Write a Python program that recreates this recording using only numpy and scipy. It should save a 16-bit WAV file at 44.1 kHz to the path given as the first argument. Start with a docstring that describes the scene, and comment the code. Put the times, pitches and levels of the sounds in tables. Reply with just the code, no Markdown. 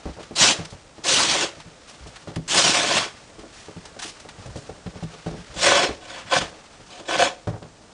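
"""A plastic snow shovel scrapes in short strokes over a snowy wooden deck, a few metres away.
Its edge grinds through icy snow, catches on boards and sets the blade ringing.
Boots and a dog's paws thud on the hollow deck and crunch the snow; loose snow slides and drops.
House wall and fence echo, and the garden hisses faintly."""
import sys
import numpy as np
from scipy import signal
from scipy.fft import rfft, irfft, next_fast_len
from scipy.io import wavfile
from scipy.ndimage import uniform_filter1d, map_coordinates

SR = 44100
rng = np.random.default_rng(int(sys.argv[2]) if len(sys.argv) > 2 else 0)


def master(y):
    """Save y as 16-bit WAV."""
    cut = np.clip(np.atleast_2d(y).T, -1, 1)
    pcm = np.round(cut * 32767)  # scale
    wavfile.write(sys.argv[1], SR, pcm.astype(np.int16))


N = 349707
TIME_S = np.arange(N) / SR

# envelopes, one table per stroke: time_s, edge_db, body_db
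STROKES = [
    [(0.352, -38.5, -43), (0.368, -27, -30), (0.398, -16.5, -22), (0.416, -12.5, -25), (0.5, -13.5, -28.5),
     (0.572, -43.5, -43), (0.6, -47, -27)],
    [(1.034, -41, -49), (1.042, -32, -40), (1.058, -27.5, -29.5), (1.094, -19.5, -29.5),
     (1.138, -15, -28.5), (1.158, -21, -35.5), (1.206, -17, -26.5), (1.286, -23, -43), (1.3, -20, -38.5),
     (1.446, -24, -26), (1.48, -35, -51), (1.53, -60, -57)],
    [(2.474, -59, -57), (2.48, -29.5, -45), (2.49, -24.5, -34.5), (2.576, -16, -25), (2.638, -19.5, -29),
     (2.672, -14.5, -20.5), (2.702, -21, -30.5), (2.748, -18.5, -24.5), (2.874, -23.5, -34.5),
     (2.912, -20.5, -25), (2.982, -19.5, -30.5), (3.1, -44.5, -45.5)],
    [(5.54, -40, -47), (5.558, -41, -43.5), (5.586, -28, -39), (5.61, -28.5, -39), (5.638, -17.5, -21),
     (5.66, -14.5, -21.5), (5.732, -21.5, -19.5), (5.796, -21, -22.5), (5.81, -22.5, -25.5),
     (5.838, -20.5, -19.5), (5.96, -55.5, -57)],
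    [(6.0, -55, -57), (6.036, -50, -48.5), (6.05, -47, -50), (6.06, -43.5, -42), (6.074, -43.5, -47),
     (6.15, -39.5, -37), (6.21, -40.5, -41), (6.248, -50, -55), (6.258, -52, -64), (6.264, -48.5, -55),
     (6.295, -42, -43)],
    [(6.293, -47.5, -41), (6.325, -24, -25), (6.371, -21.5, -19.5), (6.389, -22.5, -30),
     (6.399, -36.5, -36), (6.421, -25, -28.5), (6.467, -48.5, -56), (6.49, -53, -49)],
    [(6.86, -51, -57), (6.878, -51.5, -61), (6.898, -51, -43), (6.918, -45, -54), (6.932, -43.5, -44.5),
     (7.006, -45, -46), (7.018, -53, -49), (7.04, -57, -63), (7.046, -70, -59), (7.058, -47, -49),
     (7.068, -49, -48), (7.075, -42, -41)],
    [(7.073, -40, -53), (7.089, -35, -26.5), (7.121, -28, -26.5), (7.135, -28, -19.5), (7.161, -27, -30),
     (7.175, -32, -40), (7.188, -24, -18.5)],
    [(7.186, -19, -21), (7.194, -23, -18), (7.222, -23.5, -13), (7.238, -22.5, -32), (7.278, -31.5, -23),
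     (7.338, -53, -52), (7.36, -59, -57)],
]
# deck contact per stroke: scoop_db, lip_db, boards_db (all re body_db), tilt_db
CONTACTS = [(-7, -10.5, -10.5, 2), (-6, -6, -9, 1.4), (-6, -1.5, -7, 1.3), (-3, -2, -12.5, -0.56),
            (-5, -1, -22, -1.8), (-8, -0.5, -16, -2), (-2, -3, -5, 0), (-4.5, -5, -12, -0.5),
            (-3, -5.5, -17, -1.6)]
# edge on icy snow: freq_hz, density_db
GRIT_SPECTRUM = [(29, -38), (50, -12), (173, -3), (252, -5), (321, 1), (410, -24), (625, -2.5), (2210, -2),
                 (3150, -0.5), (6540, -5), (8530, -10.5), (9960, -20), (12900, -56.5), (21900, -120)]
# blade, four scoop modes then the lip's: freq_hz, width_hz, level_db
BLADE_MODES = [(508, 24, -4), (559, 30, 0), (668, 36, -6), (723, 20, 0), (1060, 80, -1), (1514, 40, -1),
               (1745, 55, -4), (2350, 100, -7), (2620, 50, -6), (2990, 55, -6), (3390, 100, -4)]
# edge catching on a board: start_s, peak_db
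CATCHES = [(0.472, -18), (2.674, -22.5), (2.763, -14.5), (2.903, -12.5), (5.661, -15.5), (5.72, -5.5),
           (6.365, -4), (7.11, -10.5), (7.154, -10), (7.193, -6), (7.211, -21.5), (7.223, 0)]
# footfalls and knocks: start_s, pitch_hz, ring_db, clack_db, weight_db
STEPS = [(.056, 245, -29.5, -32, -14.5), (0.167, 104, -43, -40.5, -50), (.196, 200, -38, -42, -61),
         (.31, 250, -32.5, -41, -50), (.589, 150, -27, -36.5, -47), (.724, 104, -37.5, -40, -32),
         (.982, 250, -40.5, -47, -58), (1.57, 170, -43, -52, -65), (1.659, 140, -37.5, -60, -53),
         (2.007, 100, -48, -64, -29), (2.062, 140, -38.5, -42, -46), (2.274, 170, -34, -31, -58),
         (2.365, 166, -20.5, -38.5, -32), (3.384, 330, -39, -50, -31), (3.434, 330, -41, -50, -45),
         (3.684, 300, -38, -42.5, -41), (3.764, 166, -33.5, -47, -43), (3.964, 330, -46, -40.5, -62),
         (4.049, 330, -38, -43, -64), (4.251, 320, -44, -47, -55), (4.384, 104, -37, -49, -50),
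         (4.458, 104, -33, -43.5, -35), (4.49, 100, -39, -59, -29), (4.557, 140, -27, -35.5, -39),
         (4.69, 150, -34.5, -36, -41), (4.862, 166, -25.5, -35.5, -29), (4.957, 125, -32.5, -42.5, -49),
         (5.026, 166, -24.5, -40, -42), (5.136, 170, -46, -43.5, -52), (5.263, 170, -24.5, -29.5, -35),
         (5.311, 320, -31.5, -44, -21.5), (5.337, 300, -32, -41.5, -30), (5.378, 170, -38, -45, -34),
         (5.499, 104, -54, -47, -30), (5.561, 166, -33, -40.5, -28), (5.89, 380, -25, -37.5, -21),
         (6.251, 110, -40, -50, -54), (6.412, 166, -39, -29.5, -25), (6.799, 166, -44.5, -50.5, -41),
         (6.996, 320, -41.5, -43, -61), (7.472, 115, -20, -24, -41), (7.528, 110, -32, -40, -46),
         (7.622, 166, -37, -42, -52), (7.654, 250, -43, -47.5, -55)]
# hollow deck: freq_hz, width_hz
DECK_MODES = [(58, 24), (97, 28), (120, 24), (166, 26), (250, 45), (322, 40), (420, 50), (570, 70),
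              (720, 80), (1050, 160)]
# snow sliding, dropped or thrown: start_s, level_db, rise_s, t60_s, tilt_db
PUFFS = [(0.2, -32.5, .02, 0.1, -2), (0.228, -35.5, .003, 0.059, -1), (0.648, -30.5, 0.0029, 0.069, 1),
         (.7, -41, .004, 0.14, 5.5), (1.6, -34, .004, 0.074, -3.5), (1.873, -45.5, 0.0061, 0.62, 1),
         (2.066, -50, 0.0044, .3, 4), (2.158, -37.5, 0.0029, 0.083, -2), (2.274, -45.5, 0.0027, 0.088, -2),
         (2.359, -29, .002, 0.051, -1.5), (3.391, -38, 0.0023, 0.09, -1), (3.52, -32, 0.074, 0.49, 0.5),
         (3.853, -32, 0.0027, 0.074, 0), (3.99, -34, 0.00066, 0.23, 0), (4.018, -19, 0.021, 0.14, 2),
         (4.076, -30.5, 0.029, 0.12, 3.5), (4.198, -41.5, 0.0034, 0.13, 3), (4.287, -34, .001, 0.092, -3),
         (4.459, -45.5, .002, 0.12, 2.5), (4.555, -40.5, 0.0038, 0.28, 4), (4.692, -47, 0.0022, 0.039, 3),
         (4.864, -34, 0.0027, 0.032, -7), (5.03, -30.5, 0.0038, 0.052, -0.5), (5.101, -36.5, 0.02, .15, 0),
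         (5.139, -40.5, 0.0012, .03, -5), (7.473, -49, 0.0027, 0.071, 2), (7.625, -41.5, 0.002, 0.074, -5)]
# loose snow: freq_hz, density_db
POWDER_SPECTRUM = [(410, -35), (700, 7.5), (2100, 4.5), (2270, 2.5), (2430, 5.5), (5780, 2.5), (9960, -6),
                   (12900, -45), (21900, -120)]
# restless feet and paws: time_s, level_db
SHUFFLE_LEVELS = [(0, -50), (.9, -55.5), (1.7, -54), (2.2, -50.5), (2.46, -55.5), (3.3, -53), (3.7, -52),
                  (3.9, -51.5), (4.3, -51.5), (4.6, -51.5), (4.8, -54), (5.1, -48), (5.45, -48), (6.0, -62),
                  (6.7, -51), (7.4, -61.5), (7.93, -53.5)]
# crisp and dull crunch: freq_hz, density_db
CRISP_SPECTRUM = [(530, -37), (900, 5.5), (985, -6), (1160, 6), (1290, 3.5), (5610, -2.5), (9960, -14),
                  (12900, -66), (21900, -120)]
DULL_SPECTRUM = [(88, -55), (150, -43), (313, -2.5), (373, -14.5), (425, -3), (588, -4), (2000, -23.5),
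                 (2600, -63), (4400, -120)]
# yard echo: freq_hz, t60_s
YARD_DECAY = [(100, 0.7), (1000, 0.32), (10000, 0.3)]
# background hiss: freq_hz, density_db
AIR_SPECTRUM = [(12, -25), (20, 16), (95, 7), (298, 4), (377, 1.5), (651, 2.5), (1790, -11), (1940, -15.5),
                (6740, -11), (8750, -13.5), (9960, -25), (12900, -45), (21900, -120)]

DULLING_DB, LUMPS_DB, JOLT_DB_PER_OCTAVE = 5, 2, -0.5
FALLOFF_DB_PER_OCTAVE, CLACK_HZ, JOIST_HZ = 9.5, 550, 58
CRUNCH_DB, CRUNCH_T60_S = -5.5, 0.2  # level re clack_db
SLIDE_DB, SLIDE_T60_S = -20.5, 0.47  # level re edge_db
ECHO_DB, AIR_DB = -15.5, -50
TILT_PIVOT_HZ, LOW_CUT_HZ, TOP_HZ = 3500, 38, 10110


def shovel():
    """Fine grains break at the edge; coarser lumps shake the blade and the boards."""
    grains = crystals(spread_db=3.0, clump_db=1.25)
    edge = coloured(shifting_load(grains, depth_db=2.5), GRIT_SPECTRUM)
    low, high = split_bands(edge)
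    lumps = crystals(spread_db=2.5, clump_db=2.5)
    lip_modes = [(hz, width, db + JOLT_DB_PER_OCTAVE * np.log2(hz)) for hz, width, db in BLADE_MODES[4:]]
    board_modes = [(hz, width, 0) for hz, width in DECK_MODES[5:7]]
    scoop, lip, boards = [amp(LUMPS_DB * wobble(20)) * unit(resonant(lumps, modes))
                          for modes in (BLADE_MODES[:4], lip_modes, board_modes)]
    out = np.zeros(N)
    for stroke, (scoop_db, lip_db, boards_db, tilt_db) in zip(STROKES, CONTACTS):
        span, edge_gain, body_gain = stroke_gains(stroke)
        progress = np.linspace(-.5, .5, len(edge_gain))
        bright = amp(tilt_db - DULLING_DB * progress)  # bare ice is brighter than soft snow
        grind = low[span] / bright + high[span] * bright
        body = amp(scoop_db) * scoop[span] + amp(lip_db) * lip[span] + amp(boards_db) * boards[span]
        out[span] += edge_gain * grind + body_gain * body
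    return out


def stroke_gains(stroke):
    """Sample span, edge gain and body gain of a stroke, faded at both ends."""
    time_s, edge_db, body_db = np.transpose(stroke)
    span = slice(round(time_s[0] * SR), round(time_s[-1] * SR))
    t = TIME_S[span]
    fade = np.sqrt(np.clip(np.minimum(t - time_s[0], time_s[-1] - t) * 150, 0, 1))
    return span, fade * amp(np.interp(t, time_s, edge_db)), fade * amp(np.interp(t, time_s, body_db))


def crystals(spread_db, clump_db):
    """Ice grains break in clumps, a few large among many small."""
    size = np.minimum(rng.exponential(size=N), 3)
    clumps = wobble(40) + wobble(170)
    return unit(amp(spread_db * size + clump_db * clumps) * rng.standard_normal(N))


def shifting_load(x, depth_db):
    """Brief resonances come and go as the snow load shifts."""
    bins = signal.stft(x, nperseg=512)[2]
    patches = uniform_filter1d(rng.standard_normal(bins.shape), size=5, axis=0)
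    patches = uniform_filter1d(patches, size=5, axis=1)
    return signal.istft(bins * amp(depth_db * unit(patches)), nperseg=512)[1][:N]


def catches():
    """A jolt rings all blade modes at once; the snow load damps them fast."""
    out, t = np.zeros(N + SR), TIME_S[:SR // 10]
    for start_s, peak_db in CATCHES:
        ring = np.zeros(len(t))
        for k, (hz, width_hz, db) in enumerate(BLADE_MODES):
            gain = (-1) ** k * amp(db + JOLT_DB_PER_OCTAVE * np.log2(hz) + rng.normal(0, 1.6))
            ring += gain * np.exp(-1.8 * np.pi * width_hz * t) * np.sin(2 * np.pi * hz * t)
        out[round(start_s * SR):][:len(t)] += amp(peak_db) * ring / np.abs(ring).max()
    return out[:N]


def footsteps():
    """A foot lands in three quick pushes; each rings the deck's modes at new strengths."""
    out, t = np.zeros(N + SR), TIME_S[:SR // 5]
    hz, width_hz = np.transpose(DECK_MODES)[:, :, None]
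    envelope = np.exp(-np.pi * width_hz * t) * (1 - np.exp(-t * hz * 1.5))

    def around(centre_hz):
        return amp(-FALLOFF_DB_PER_OCTAVE * np.abs(np.log2(hz / centre_hz)))

    for start_s, pitch_hz, ring_db, clack_db, weight_db in STEPS:
        strength = amp(ring_db) * around(pitch_hz) + amp(clack_db) * around(CLACK_HZ)
        strength += amp(weight_db) * around(JOIST_HZ) ** 2
        for delay_s, push_db in [(0, 7.5), (.011, -2), (.024, 0)]:
            level_jitter, pitch_jitter, time_jitter = rng.standard_normal((3, len(hz), 1))
            push_s = start_s + delay_s * amp(2 * time_jitter[0, 0])
            tones = np.sin(2 * np.pi * hz * (1 + pitch_jitter / 50) * t)
            modes = strength * amp(push_db + 2 * level_jitter) * envelope * tones
            out[round(push_s * SR):][:len(t)] += modes.sum(axis=0)
    return out[:N]


def snow_puffs():
    """Loose snow leaves blade or boot in a brief crisp rush; packed snow is duller."""
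    out, t = np.zeros(N + SR), TIME_S[:SR // 2]
    powder = coloured(crystals(spread_db=1.0, clump_db=-2.0), POWDER_SPECTRUM)
    low, high = [np.pad(band, (0, SR)) for band in split_bands(powder)]
    for start_s, level_db, rise_s, t60_s, tilt_db in PUFFS:
        span = slice(round(start_s * SR), round(start_s * SR) + len(t))
        envelope = amp(level_db - 60 * t / t60_s) * (1 - np.exp(-t / rise_s))
        out[span] += envelope * (low[span] / amp(tilt_db) + high[span] * amp(tilt_db))
    return out[:N]


def snow_crunch():
    """Restless feet crunch faintly; the crunch swells at footfalls and as snow slides after strokes."""
    stir = wobble(14)
    crisp = amp(0.18 * stir) * coloured(crystals(spread_db=2.0, clump_db=1.43), CRISP_SPECTRUM)
    dull = amp(2.4 * stir) * coloured(crystals(spread_db=2.5, clump_db=2.5), DULL_SPECTRUM)
    shuffle = amp(np.interp(TIME_S, *np.transpose(SHUFFLE_LEVELS)))
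    pushed, pressed, t = np.zeros(N), np.zeros(N + SR), TIME_S[:SR // 2]
    for stroke in STROKES:
        span, edge_gain, _ = stroke_gains(stroke)
        pushed[span] += edge_gain
    for start_s, _, _, clack_db, _ in STEPS:
        pressed[round(start_s * SR):][:len(t)] += amp(clack_db + CRUNCH_DB - 60 * t / CRUNCH_T60_S)
    linger = amp(-60 * t / SLIDE_T60_S)
    sliding = amp(SLIDE_DB) * np.abs(signal.fftconvolve(pushed, linger / linger.sum())[:N])
    crisp_gain = shuffle + sliding + amp(-15.5) * pressed[:N]
    dull_gain = amp(-7) * shuffle + sliding + pressed[:N]
    return crisp_gain * crisp + dull_gain * dull


def yard_echo(x):
    """House wall and fence reflect; the bass lingers longest."""
    hz, t, bins = signal.stft(rng.standard_normal(SR // 2), SR, nperseg=256)
    decay = amp(-60 * t / log_interp(YARD_DECAY, hz)[:, None])
    tail = signal.istft(bins * decay, SR, nperseg=256)[1]
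    delayed = np.pad(x, (500, 0))
    return signal.fftconvolve(delayed, tail / np.linalg.norm(tail))[:N]


def air():
    """Garden and microphone hiss, wavering slightly."""
    return amp(AIR_DB + 1.1 * wobble(1.9)) * coloured(rng.standard_normal(N), AIR_SPECTRUM)


def amp(db):
    return 10 ** (np.asarray(db) / 20)


def unit(x):
    return x / np.sqrt(np.mean(x ** 2) + 1e-20)


def log_interp(points, hz):
    knots_hz, values = np.transpose(points)
    return np.interp(np.log(hz + 1), np.log(knots_hz + 1), values)


def wobble(rate_hz):
    """Smooth random curve, rate_hz knots a second."""
    return map_coordinates(rng.standard_normal(int(N * rate_hz / SR) + 4), [TIME_S * rate_hz])


def filtered(x, response):
    size = next_fast_len(N + SR // 4)
    return irfft(rfft(x, size) * response(np.fft.rfftfreq(size, 1 / SR)), size)[..., :N]


def split_bands(x):
    low = filtered(x, lambda hz: 1 / (1 + (hz / TILT_PIVOT_HZ) ** 4))
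    return low, x - low


def coloured(x, spectrum):
    """x shaped by a spectrum, rms 1."""
    return unit(filtered(x, lambda hz: amp(log_interp(spectrum, hz))))


def resonant(x, modes):
    """x through parallel resonances of alternating sign."""
    return filtered(x, lambda hz: sum(
        (-1) ** k * amp(db) * 1j * hz * width_hz / (mode_hz ** 2 - hz ** 2 + 1j * hz * width_hz)
        for k, (mode_hz, width_hz, db) in enumerate(modes)))


def scene():
    """Near sources, their echo, crunch and hiss; mono on two channels."""
    near = shovel() + catches() + footsteps() + snow_puffs()
    hiss = air()
    mono = near + amp(ECHO_DB) * yard_echo(near) + snow_crunch() + hiss
    return np.array([mono, mono])


def record(dry):
    """A small microphone loses deep bass; its input stage rounds peaks; the band ends sharply."""
    picked = filtered(dry, lambda hz: (1j * hz / (LOW_CUT_HZ + 1j * hz)) ** 2)
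    ceiling = .75
    rounded = picked / (1 + np.abs(picked / ceiling) ** 4) ** (1 / 4)
    return filtered(rounded, lambda hz: hz < TOP_HZ)


dry = scene()
out = record(dry)
master(out)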